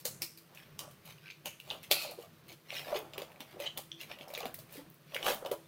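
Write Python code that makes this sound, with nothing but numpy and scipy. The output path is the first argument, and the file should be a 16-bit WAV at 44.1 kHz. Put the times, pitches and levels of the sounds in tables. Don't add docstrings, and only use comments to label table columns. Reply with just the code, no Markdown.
import sys
import numpy as np
from scipy import signal
from scipy.fft import rfft, irfft
from scipy.io import wavfile
from scipy.ndimage import uniform_filter1d

SR = 44100
rng = np.random.default_rng(int(sys.argv[2]) if len(sys.argv) > 2 else 0)


def materialize(psi):
    bounded = np.clip(np.atleast_2d(psi).T, -1, 1)
    quanta = np.round(bounded * 32767).astype(np.int16)
    wavfile.write(sys.argv[1], SR, quanta)


def to_linear_factor(level_db):
    exponent = np.asarray(level_db, float) / 20
    return 10 ** exponent


N = 250047

# (frequency [Hz], level per Hz [dB])
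FILM = [(530, -30), (900, 15), (2030, 10.5), (2560, 6), (3650, -3.5), (4070, -3), (5390, -11.5),
        (10400, -9), (15000, -7), (15900, -15), (16500, 7.5)]
SLACK_HIGH_DB = -25
IDLE_CRACKLE_DB, IDLE_HISS_DB, IDLE_FLUTTER_DB = -71.5, -60.5, -71.5


def evened(x):
    return x / np.sqrt(np.mean(x ** 2) + 1e-20)


def peaked(x, db):
    return to_linear_factor(db) * x / abs(x).max()


def add(mix, s, sound):
    part = mix[round(s * SR):][:len(sound)]
    part += sound[:len(part)]


def read(points, hz):
    f, value = np.transpose(points)
    return np.interp(np.log(hz + 1), np.log(f + 1), value)


def coloured(x, points):
    return irfft(rfft(x) * to_linear_factor(read(points, np.fft.rfftfreq(len(x), 1 / SR))), len(x))


def above(x, hz):
    return signal.sosfilt(signal.butter(4, hz, "high", fs=SR, output="sos"), x)


def resonate(x, hz, width):
    carrier = np.exp(2j * np.pi * np.cumsum(hz * np.ones(len(x))) / SR)
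    r = np.exp(-np.pi * width / SR)
    return 2 * (carrier * signal.lfilter([1 - r], [1, -r], x / carrier + 1e-18)).real


def fuzzy(hz, width):
    return evened(resonate(resonate(rng.standard_normal(N), hz, width), hz, 3 * width))


def clicks(per_s, spread_db):
    size = to_linear_factor(spread_db * np.minimum(rng.exponential(1, N), 4)) * rng.choice([-1., 1.], N)
    return evened(size * (rng.random(N) < per_s / SR))


def swells(s, swell_s, db):
    late = (np.arange(0, N + 64, 64) / SR - s[:, None]) / abs(swell_s)[:, None]
    return to_linear_factor(2 * (db[:, None] - 14.5 * abs(late) ** 1.83))


def stretched(power):
    return np.sqrt(np.interp(np.arange(N) / 64, np.arange(len(power)), power))


def ventilation():
    # (frequency [Hz], level per Hz [dB])
    air = [(15, -31), (25, -20), (58, -34), (150, -5), (273, -7), (339, -25), (378, -5), (617, -9.5),
           (766, -16.5), (1120, -10.5), (2820, -16.5), (6550, -25), (7710, -70), (14800, -19.5),
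           (16500, -55)]
    # (time [s], level [dB])
    draughts = [(.25, -59), (.55, -58.5), (.79, -70), (1.36, -63), (1.96, -56.5), (2.19, -60), (2.504, -49),
                (3.06, -52), (3.63, -60), (3.95, -59), (4.48, -62), (4.87, -62), (5.56, -57.5)]
    s, db = np.transpose(draughts)
    still_db = -69
    stirred = stretched(swells(s, 0.066 + 0 * s, db).sum(0) + to_linear_factor(2 * still_db))
    wander = evened(sum(np.sin(2 * np.pi * (f * np.arange(N) / SR + rng.random()))
                        for f in np.geomspace(.8, 5, num=8)))
    wash = evened(coloured(rng.standard_normal(N), air))
    low = wash - signal.filtfilt(*signal.butter(2, 115, "high", fs=SR), wash)
    rumble = to_linear_factor(-69 + 4 * wander) * evened(above(low, 36))
    hum = to_linear_factor(-66.5) * fuzzy(150.7, 11.8)
    standing = to_linear_factor(-3.5) * stirred * fuzzy(332, 8.4)
    return to_linear_factor(-65 + wander) * above(wash, 48.0) + hum + rumble + standing


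def creases():
    # (time [s], peak level [dB], low ring [Hz], high ring [Hz], bright tick [dB])
    taut_flips = [(0.0536, -26, 4360, 6230, -5.5), (0.22, -25.5, 2350, 5000, -7.5),
                  (0.375, -47, 2460, 4670, -3.5), (0.549, -54, 2370, 5500, -2.5),
                  (0.7916, -30.5, 2960, 5590, -11), (1.3102, -47, 2600, 4450, -39),
                  (1.4575, -35.5, 2230, 6530, -4), (1.913, -15, 3010, 3890, -10),
                  (2.111, -44.5, 2620, 4180, -3.5), (2.496, -46.5, 2850, 3540, -19),
                  (2.526, -46.5, 1950, 4150, -9), (2.7685, -47, 2860, 4100, -17),
                  (2.9085, -46, 2000, 4540, -24), (3.1354, -38.5, 3150, 3470, -19),
                  (3.219, -36, 2170, 3550, -15), (3.4052, -37, 3440, 3040, -12.5),
                  (4.282, -48, 2430, 5300, -5), (4.338, -40, 2660, 3900, -7.5),
                  (4.3504, -32, 2530, 3380, -32), (4.4047, -38, 2410, 3670, -12),
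                  (4.456, -37.5, 2760, 3570, -9), (4.5893, -49.5, 1430, 4360, 2),
                  (5.1455, -30.5, 1560, 3250, -12.5), (5.449, -44, 3060, 4260, -23)]
    # (time [s], peak
    # level [dB], ring [Hz], bright tick [dB])
    slack_pops = [(0.574, -39, 2520, -22), (0.9103, -55, 3180, -2), (1.055, -50, 3000, -1.5),
                  (1.305, -43, 2540, -45), (1.458, -29.5, 2900, -40), (1.6007, -36.5, 2780, -17),
                  (1.703, -24.5, 3480, -31), (1.7101, -27.5, 3000, -50), (1.831, -44, 3040, -6.5),
                  (2.4828, -56.5, 2710, 1.5), (2.7046, -26.5, 2740, -46), (2.9617, -31, 3140, -28),
                  (3.1814, -32.5, 3300, -15.5), (3.318, -46.5, 2500, -16), (3.6012, -35.5, 2650, -13),
                  (3.775, -29, 3440, -8), (3.917, -39, 3330, -42), (4.013, -37, 3080, -10.5),
                  (4.0333, -45, 2480, -11), (4.115, -34.5, 2670, -39), (4.1876, -40.5, 2800, -19),
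                  (4.2107, -35, 3040, -38), (4.303, -43, 2420, -11), (4.377, -32.5, 2590, -10.5),
                  (4.5437, -42, 2150, -3), (5.164, -26, 2320, -35), (5.2283, -26.5, 2950, -38),
                  (5.2661, -19, 1500, -18), (5.4604, -33, 3400, -17.5), (5.5148, -31.5, 3110, -9)]
    taut = [(s, db, low, high, -5, tick, -3.5) for s, db, low, high, tick in taut_flips]
    slack = [(s, db, hz, hz * 1.35, SLACK_HIGH_DB, tick, -42) for s, db, hz, tick in slack_pops]
    return taut + slack


def drag():
    # (time of hardest drag [s], swell [s], crackle level [dB],
    # crackle centre [Hz], fine hiss over crackle [dB])
    strokes = [(0.0, 0.029, -54, 5340, 11), (0.598, 0.067, -51, 2480, -4), (1.093, 0.049, -46, 2975, -2),
               (1.28, 0.12, -53.5, 2900, -6), (1.307, 0.0055, -40, 2940, -11), (1.718, 0.07, -46, 3330, 0),
               (1.848, 0.033, -45.5, 2970, -4), (2.028, 0.055, -36.5, 3490, 2),
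               (2.22, 0.06, -52, 3240, 2.5), (2.51, 0.035, -45, 3080, -5), (2.768, 0.076, -36, 2760, -4.5),
               (2.88, 0.11, -44, 2540, -1), (2.967, 0.033, -34.5, 3030, -4), (3.06, 0.089, -66, 3020, 6),
               (3.2, 0.016, -45, 3470, -15), (3.51, 0.058, -55, 2290, -0.5), (3.631, 0.04, -38.5, 2854, -3),
               (3.668, 0.018, -47, 3070, -8), (4.019, 0.034, -40.5, 2980, -6),
               (4.116, 0.046, -46, 2530, -5), (4.22, 0.029, -50, 2880, 0), (4.39, 0.082, -44.5, 2670, -22),
               (4.744, 0.051, -55.5, 2510, 12.5), (4.77, 0.062, -50, 2630, 3),
               (5.16, 0.086, -46.5, 2930, -4.5), (5.289, 0.058, -28.5, 3176, 1.5)]
    s, swell_s, db, hz, hiss_db = np.transpose(strokes)
    at, peak_db, low_hz, high_hz, high_db, tick_db, after_db = np.transpose(creases())
    late = np.arange(0, N + 64, 64) / SR - at[:, None]
    settle_s, settle_db_per_s = 0.00064, 435
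    settle = np.clip(late / settle_s, 0, 1) * to_linear_factor(2 * (peak_db[:, None] - settle_db_per_s * abs(late)))
    power = np.vstack([swells(s, swell_s, db), settle * to_linear_factor(2 * after_db)[:, None]])
    hiss_share = np.r_[to_linear_factor(2 * hiss_db), to_linear_factor(2 * (tick_db - after_db + 8.5))]
    hiss = hiss_share @ power + to_linear_factor(2 * IDLE_HISS_DB)
    idle = to_linear_factor(2 * IDLE_CRACKLE_DB)
    total = power.sum(0) + idle
    ring_hz = np.r_[hz, np.where(high_db > -12, high_hz, low_hz)]
    centre = (ring_hz @ power + 2930 * idle) / total
    return stretched(total), stretched(centre) ** 2, stretched(hiss)


def rubbing():
    # (time of hardest push [s], swell [s], flutter level [dB])
    squeezes = [(0.07, 0.024, -42), (.23, 0.028, -48), (.55, 0.1, -56.5), (.83, 0.049, -46),
                (1.09, 0.032, -49.5), (1.468, 0.016, -37.5), (1.73, 0.066, -42.5), (1.95, 0.049, -38.5),
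                (2.05, 0.057, -44.5), (2.13, 0.012, -46), (2.22, 0.066, -56), (2.51, 0.036, -54),
                (2.774, 0.091, -43.5), (2.945, 0.094, -34), (3.05, 0.07, -47), (3.188, 0.057, -38.5),
                (3.3, 0.26, -51.5), (3.42, 0.022, -47.5), (3.55, 0.11, -54.5), (3.65, 0.058, -41),
                (3.783, 0.022, -37.5), (4.03, 0.025, -48.5), (4.109, 0.029, -44.5), (4.25, 0.15, -49),
                (4.419, 0.11, -40.5), (4.78, 0.15, -53.5), (5.16, 0.044, -42), (5.287, 0.076, -29),
                (5.461, 0.072, -38), (5.528, 0.022, -33)]
    # (ratio to the centre [times], level [dB])
    patches = [(.58, -8.5), (.72, 1.5), (.86, 1.5), (1.0, -2), (1.17, -3), (1.4, -0.5), (1.7, -2),
               (2.05, 3)]
    # (frequency [Hz], level [dB])
    hollows = [(470, 1.5), (610, 11.5), (760, -0.5), (1150, 3.5)]
    crackle_gain, hz, hiss_gain = drag()
    flutter_gain = stretched(swells(*np.transpose(squeezes)).sum(0) + to_linear_factor(2 * IDLE_FLUTTER_DB))

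    slips, patch = clicks(per_s=1500., spread_db=3.8), rng.integers(0, 4, N)
    retune_s, retune_share = .04, .05
    moment = np.minimum(np.arange(N) / SR / retune_s, 999).astype(int)
    shifts = rng.standard_normal((1000, len(patches)))[moment].T
    tuned = hz * (1 + retune_share * shifts)
    sides = [resonate(slips * (patch % 2 == k), hz, 2560) for k in range(2)]
    rings = sum(to_linear_factor(db) * resonate(sides[k % 2], tuned[k] * ratio, 140)
                for k, (ratio, db) in enumerate(patches))
    crackle = evened(rings) + 0.13 * evened(coloured(slips, FILM))

    fine = clicks(per_s=7800.0, spread_db=-32.0)
    hiss = above(coloured(1.02 * slips + fine, FILM), 4200)
    pops = clicks(per_s=1300., spread_db=2.)
    flutter = sum(to_linear_factor(db) * resonate(resonate(pops * (patch == k), f, 290), f, 1140)
                  for k, (f, db) in enumerate(hollows))
    body = crackle_gain * evened(crackle) + flutter_gain * evened(flutter)
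    return to_linear_factor(-10.0) * body + hiss_gain * evened(hiss)


def squeaks():
    # (start [s], length [s], level [dB], first pitch [Hz], last pitch [Hz])
    squeals = [
        (0.0088, 0.035, -65, 5500, 5310),
        (1.223, 0.066, -60.5, 1543, 1560),
        (3.515, 0.078, -55, 327, 459),
        (3.67, 0.023, -56, 2950, 2970),
        (5.641, 0.024, -70, 3520, 3700),
    ]
    out = np.zeros(N)
    for s, length, db, first_hz, last_hz in squeals:
        u = np.linspace(0, 1, round(length * SR))
        hz = first_hz + (last_hz - first_hz) * u
        waver = evened(resonate(rng.standard_normal(len(u)), hz, 110))
        tone = np.sin(2 * np.pi * np.cumsum(hz) / SR) + 0.84 * waver
        add(out, s, to_linear_factor(db) * np.sin(np.pi * u ** 1.37) * tone)
    return out


def snaps():
    out, t = np.zeros((2, N)), np.arange(-512, 1024) / SR
    flip = (1 - np.exp(-np.maximum(t, 0) / .0006)) * to_linear_factor(-60 * t / .007)
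    creak = .065 * to_linear_factor(-60 * abs(t) / .027)
    motion = flip + creak
    for s, db, low_hz, high_hz, high_db, tick_db, _ in creases():
        z = rng.standard_normal(len(t))
        grit = z * abs(z)
        cracks = (grit + 12 * (abs(t - .0004) < .5 / SR)) * motion
        low = resonate(resonate(cracks, low_hz, 580), low_hz, 1400)
        low = peaked(low, db - 0.3 * (high_db - SLACK_HIGH_DB))
        high = resonate(resonate(cracks, high_hz, 0.12 * high_hz), high_hz, 5900)
        high = peaked(high, db + high_db + 6.0)
        wide = peaked(above(coloured(grit * motion, FILM), 1400), db - 5 + .4 * tick_db)
        tick = peaked(above(cracks, 12100), db + tick_db + 17.5)
        held_out = s > 2.3
        dry_row = int(high_db < -12 or held_out)
        add(out[dry_row], s + t[0] - .0003, low + high + wide + tick)
    return out


def thump(hz, db):
    t = np.arange(2048) / SR
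    push = rng.standard_normal(len(t)) * to_linear_factor(-60 * t / 0.024)
    push[[0, round(SR / hz)]] += 6, 9
    t60 = 12 / hz
    return peaked(resonate(resonate(push, hz, 1.75 / t60), hz, 780), db - 1)


def thumps():
    # (time [s], peak level [dB], ring [Hz])
    pocket_pops = [(0.054, -34.5, 506), (0.22, -49.5, 342), (0.791, -44, 1000), (0.877, -45, 586),
                   (1.458, -41.5, 545), (1.709, -37, 846), (1.912, -22, 640), (2.047, -36, 627),
                   (2.116, -41, 670), (2.186, -38, 467), (2.726, -38.5, 670), (2.869, -41, 610),
                   (2.926, -24.5, 602), (3.18, -36.5, 408), (3.219, -34, 535), (3.405, -44, 930),
                   (3.6, -32, 556), (4.103, -49, 570), (4.211, -44, 646), (4.275, -43.5, 655),
                   (4.334, -39.5, 616), (4.376, -39.5, 480), (4.407, -35.5, 707), (4.454, -30, 687),
                   (4.755, -43, 438), (5.157, -34, 504), (5.264, -32, 533), (5.424, -36.5, 507),
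                   (5.449, -30, 592), (5.514, -26.5, 523)]
    out = np.zeros(N)
    for s, db, hz in pocket_pops:
        add(out, s, thump(hz, db))
    return out


def shivers():
    # (time [s], level [dB], band centre [Hz], band width [Hz], decay t60 [s])
    trembles = [(0.056, -61, 6430, 1000, 0.55), (0.806, -55.5, 1150, 230, 0.3),
                (1.465, -53, 2600, 795, 0.29), (1.922, -44, 2580, 500, 0.8), (1.922, -42, 4270, 870, 1),
                (1.925, -54, 1400, 360, 0.51), (3.6, -51, 3610, 350, 0.044), (3.922, -61, 3400, 200, 0.36),
                (4.1, -52.5, 2900, 140, 0.14), (4.455, -54, 1490, 313.2, 0.2), (4.87, -61, 167, 37.96, 0.2),
                (5.262, -41, 760, 260, 0.21)]
    out, slips = np.zeros(N), clicks(per_s=7100.0, spread_db=6.5)
    t = np.arange(12000) / SR
    for s, db, hz, width, t60 in trembles:
        part = slips[round(s * SR):][:len(t)]
        band = evened(resonate(resonate(part, hz, width), hz, width))
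        fade = np.minimum(t / 0.0012, 1) * signal.windows.tukey(2 * len(t), .6)[len(t):]
        add(out, s, to_linear_factor(db - 60 * t / t60) * fade * band)
    return out


def damped_rings(rows, trim_db):
    out, t = np.zeros(N), np.arange(4096) / SR
    for s, db, hz, t60 in rows:
        ring = np.sin(2 * np.pi * hz * t) + to_linear_factor(-10.5) * np.sin(2 * np.pi * 1.75 * hz * t)
        attack = 1 - np.exp(-t * hz / 1.17)
        add(out, s, peaked(ring * attack * to_linear_factor(-60 * t / abs(t60)), db + trim_db))
    return out


def cracks():
    # (time [s], peak level [dB], ring [Hz], decay t60 [s])
    fold_cracks = [(0.0635, -36, 4300, .006), (0.076, -33, 4200, 0.0056), (1.3105, -36, 3700, 0.0043),
                   (1.469, -34, 6300, 0.0065), (1.9135, -15, 3670, .003), (1.9175, -17, 4400, .006),
                   (1.9275, -23, 3900, .005), (3.1805, -27, 2600, 0.0018), (4.4565, -28.5, 2420, .003),
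                   (5.146, -31, 2020, 0.0033), (5.1645, -26.5, 1540, 0.007), (5.188, -38, 3000, .004),
                   (5.266, -16.5, 2020, 0.0016), (5.281, -20.5, 1600, 0.0081),
                   (5.2845, -23.5, 1520, 0.0075), (5.3065, -27, 1620, .005)]
    return damped_rings(fold_cracks, trim_db=-2)


def flicks():
    # (time [s], peak level [dB], ring [Hz], decay t60 [s])
    freed = [(1.1837, -46, 2780, 0.008), (1.2585, -38.5, 2450, 0.008), (1.269, -40, 2400, 0.008),
             (1.2804, -37, 2680, 0.008), (1.2885, -39, 2230, 0.008), (1.3017, -31.5, 2480, 0.0076),
             (1.3102, -41, 2400, 0.011), (2.7214, -34, 2920, 0.008), (2.7374, -35, 4300, 0.008),
             (2.7434, -31.5, 3840, 0.007), (2.7724, -30, 2980, 0.008), (2.7804, -32, 3900, 0.008),
             (2.7854, -30, 3010, 0.008), (2.7934, -35, 2980, 0.0074), (2.8284, -45, 2840, 0.008),
             (2.9467, -34, 2870, 0.008), (2.9654, -36, 2920, 0.0096), (3.182, -37, 3730, 0.006),
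             (3.2186, -40, 3560, 0.0065), (3.3019, -51, 2370, 0.008), (3.3603, -43, 2300, 0.0062),
             (3.4951, -52, 2930, 0.008), (3.5174, -49, 3370, 0.008), (3.6194, -39, 3330, 0.0091),
             (3.6391, -34, 3020, 0.011), (3.917, -28.5, 3330, 0.01), (3.9274, -55, 3330, 0.008),
             (4.0123, -33, 3240, 0.011), (4.0327, -37, 2300, 0.0099), (4.2314, -42, 3000, 0.008),
             (4.35, -28.5, 3770, 0.008), (4.376, -29.5, 2410, 0.011), (4.4059, -31, 3670, 0.008),
             (4.4304, -33.5, 2800, 0.0086), (4.6947, -46, 2320, 0.0068), (5.1564, -31, 2220, 0.0072),
             (5.1637, -25, 2220, 0.012), (5.2276, -31, 3270, 0.0079), (5.2824, -26, 3400, 0.008),
             (5.2864, -22, 3230, 0.0068), (5.3054, -33, 3200, 0.008), (5.3244, -34, 3650, 0.008),
             (5.4627, -31.5, 2980, 0.01)]
    return damped_rings(freed, trim_db=-2)


def chatters():
    # (start [s], length [s], peak level [dB], slip rate [per s], ring [Hz])
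    cuff_runs = [
        (1.465, .014, -44, 500, 2900),
        (3.657, 0.019, -35, 430, 3050),
        (5.259, .008, -33, 540, 3050),
    ]
    # (ratio [times], width [Hz], level [dB])
    parts = [(1, 260, 0), (2.1, 700, -20), (.7, 300, -14), (1.22, 300, -9)]
    out = np.zeros(N)
    for s, length, db, per_s, hz in cuff_runs:
        z, slips = rng.standard_normal(40), np.zeros(4096)
        at = (np.arange(40) + .12 * z) / per_s
        inside = (at >= 0) & (at < length)
        growth = .6 + .5 * at[inside] / length
        slips[(at[inside] * SR).astype(int)] = growth * to_linear_factor(1.5 * z[::-1][inside])
        ring = sum(to_linear_factor(part_db) * evened(resonate(resonate(slips, k * hz, width), k * hz, 3 * width))
                   for k, width, part_db in parts)
        add(out, s, peaked(ring, db + 6.5))
    return out


def bubbles():
    # (time [s], peak level [dB], ring [Hz], decay t60 [s])
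    escapes = [(1.467, -43.5, 541, .04), (2.031, -40, 708, .03), (2.063, -39, 580, .046),
               (2.086, -43, 636, .034), (2.094, -37, 500, .031), (2.134, -40, 704, 0.044),
               (2.177, -40, 416, .03), (2.196, -39, 458, 0.049), (2.234, -42, 674, .057),
               (2.254, -46.5, 636, .05), (2.884, -34, 580, .025), (2.918, -34, 603, .03),
               (2.94, -29, 703, .025), (2.946, -27.5, 606, .042), (2.954, -23, 447, 0.047),
               (2.967, -34, 410, .021), (3.567, -37, 412, .036), (3.594, -38, 514, 0.027),
               (4.185, -45, 608, .03), (4.258, -48, 585, .03), (4.303, -38.5, 564, .04),
               (4.419, -43, 496, 0.041), (4.434, -30.5, 467, 0.06), (4.585, -44.5, 634, 0.066),
               (4.789, -41.5, 508, .058), (5.136, -37, 600, .02), (5.206, -37.5, 520, .04),
               (5.284, -27, 547, 0.031), (5.302, -24, 540, 0.033), (5.324, -31, 640, .029),
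               (5.461, -25, 550, 0.023), (5.52, -29.5, 420, 0.036), (5.535, -29.5, 554, .04)]
    return damped_rings(escapes, trim_db=-4)


def pricks():
    # (time [s], peak level [dB])
    peels = [(1.4695, -36), (2.7242, -44), (2.7804, -38), (2.8184, -45), (2.8304, -45), (2.8669, -41),
             (2.9083, -45), (2.9317, -45), (2.9894, -26), (3.0114, -51), (3.1793, -26), (4.3365, -36),
             (4.3755, -35), (4.4055, -38), (4.43, -44), (4.4553, -38), (4.5426, -19.5), (4.7257, -29),
             (4.901, -34), (4.9427, -38), (5.0884, -58), (5.1564, -42), (5.1642, -35), (5.2106, -46),
             (5.227, -44), (5.2445, -37), (5.3214, -32), (5.3384, -32), (5.3457, -19.5), (5.3814, -49),
             (5.4615, -45), (5.5144, -37)]
    out, t = np.zeros(N), np.arange(4096) / SR
    prick = above(np.cos(2 * np.pi * 21000 * t ** .5 * 0.072) * to_linear_factor(-60 * t / 0.0088), 11500)
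    for s, db in peels:
        add(out, s, peaked(prick, db - 2))
    return out


def knocks():
    # (time [s], peak level [dB], ring [Hz])
    knuckles = [(1.909, -33.5, 416), (2.183, -46, 420), (2.96, -31.5, 420), (3.027, -43, 310),
                (3.404, -48.5, 248), (3.772, -55, 350), (4.205, -49, 252), (4.455, -39.5, 249),
                (4.777, -43, 281), (4.813, -50, 297), (5.35, -51, 223), (5.513, -29, 442)]
    out = np.zeros(N)
    for s, db, hz in knuckles:
        add(out, s, thump(hz, db))
    return out


def room(x):
    # (delay [s], level [dB])
    walls = [(.0035, -10), (.0052, -11), (.0102, -6.5), (.0141, -13), (.0225, -14), (.031, -18)]
    # (frequency [Hz], t60 [s])
    decay = [(250, 0.2), (1000, 0.27), (4000, 0.29), (9000, 0.47), (15000, 0.21)]
    early = np.zeros(2048)
    for s, db in walls:
        early[round(s * SR)] = to_linear_factor(db)
    dull = signal.lfilter([.7], [1, -.3], x)
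    out = x + signal.oaconvolve(dull, early)[:N]
    turning = np.pi * 7 * np.arange(N) / SR
    blur_hz = 200
    for k in range(3):
        taps, slots = np.zeros(30000), np.arange(392, 29980, 12)
        taps[slots + rng.integers(0, 12, len(slots))] = rng.choice([-1., 1.], len(slots))
        hz, t, z = signal.stft(taps, SR, nperseg=256)
        tail = signal.istft(z * to_linear_factor(-60 * t / read(decay, hz)[:, None]), SR, nperseg=256)[1]
        feed = x * np.sqrt(2 / 3) * np.cos(turning + k * np.pi / 3)
        wet = to_linear_factor(-3) * signal.fftconvolve(feed, tail / np.linalg.norm(tail))[:N]
        bright = wet - signal.filtfilt(*signal.butter(2, 4500, fs=SR), wet)
        phase = np.cumsum(rng.standard_normal(N)) * np.sqrt(2 * np.pi * blur_hz / SR)
        out += wet + bright * (np.sqrt(2) * np.cos(phase) - 1)
    return out


def noise_fill(mono):
    # (time [s], low edge [Hz], high edge [Hz])
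    filled = [(.25, 14200, 16000), (1.46, 11900, 16000), (1.46, 8900, 9900), (1.935, 8200, 15300),
              (2.5, 11900, 12800), (3.4, 15000, 16000), (4.33, 10400, 12800), (4.43, 13400, 16000),
              (4.65, 8200, 9800), (4.65, 14500, 16000), (5.14, 14500, 16500), (5.22, 15200, 16000),
              (5.275, 11900, 14500), (5.275, 9600, 11000), (5.3, 11900, 13200)]
    hz, t, z = signal.stft(mono, SR, nperseg=512)
    mask = sum((abs(t - s) < .013) & (hz[:, None] > lo) & (hz[:, None] < hi) for s, lo, hi in filled) > 0
    smooth = uniform_filter1d(uniform_filter1d(abs(z) ** 2, size=7, axis=1), size=9, axis=0)
    chance = rng.standard_normal(z.shape) + 1j * rng.standard_normal(z.shape)
    return signal.istft(0.55 * mask * np.sqrt(smooth + 1e-20) * chance, SR, nperseg=512)[1][:N]


def scene():
    air = ventilation()
    rub = rubbing()
    taut, slack = snaps()
    dull = thumps() + knocks()
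    near = squeaks() + slack + cracks() + flicks() + chatters() + bubbles() + pricks()
    close = 0.68 * rub + 0.34 * near + 0.53 * dull
    into_room = taut + shivers() + 0.45 * rub + 0.6 * near + 0.61 * dull
    mono = close + room(into_room) + air
    return np.array([mono, mono])


def top_cut(x):
    return signal.sosfilt(signal.butter(12, 16680, fs=SR, output="sos"), x)


def record(dry):
    low_pass = signal.firwin(255, 15900, window=("kaiser", 9), fs=SR)
    band = signal.oaconvolve(dry, low_pass[None], "same")
    mix = band + noise_fill(band[0]) * [[1], [-1]]
    return top_cut(mix)


dry = scene()
out = record(dry)
materialize(out)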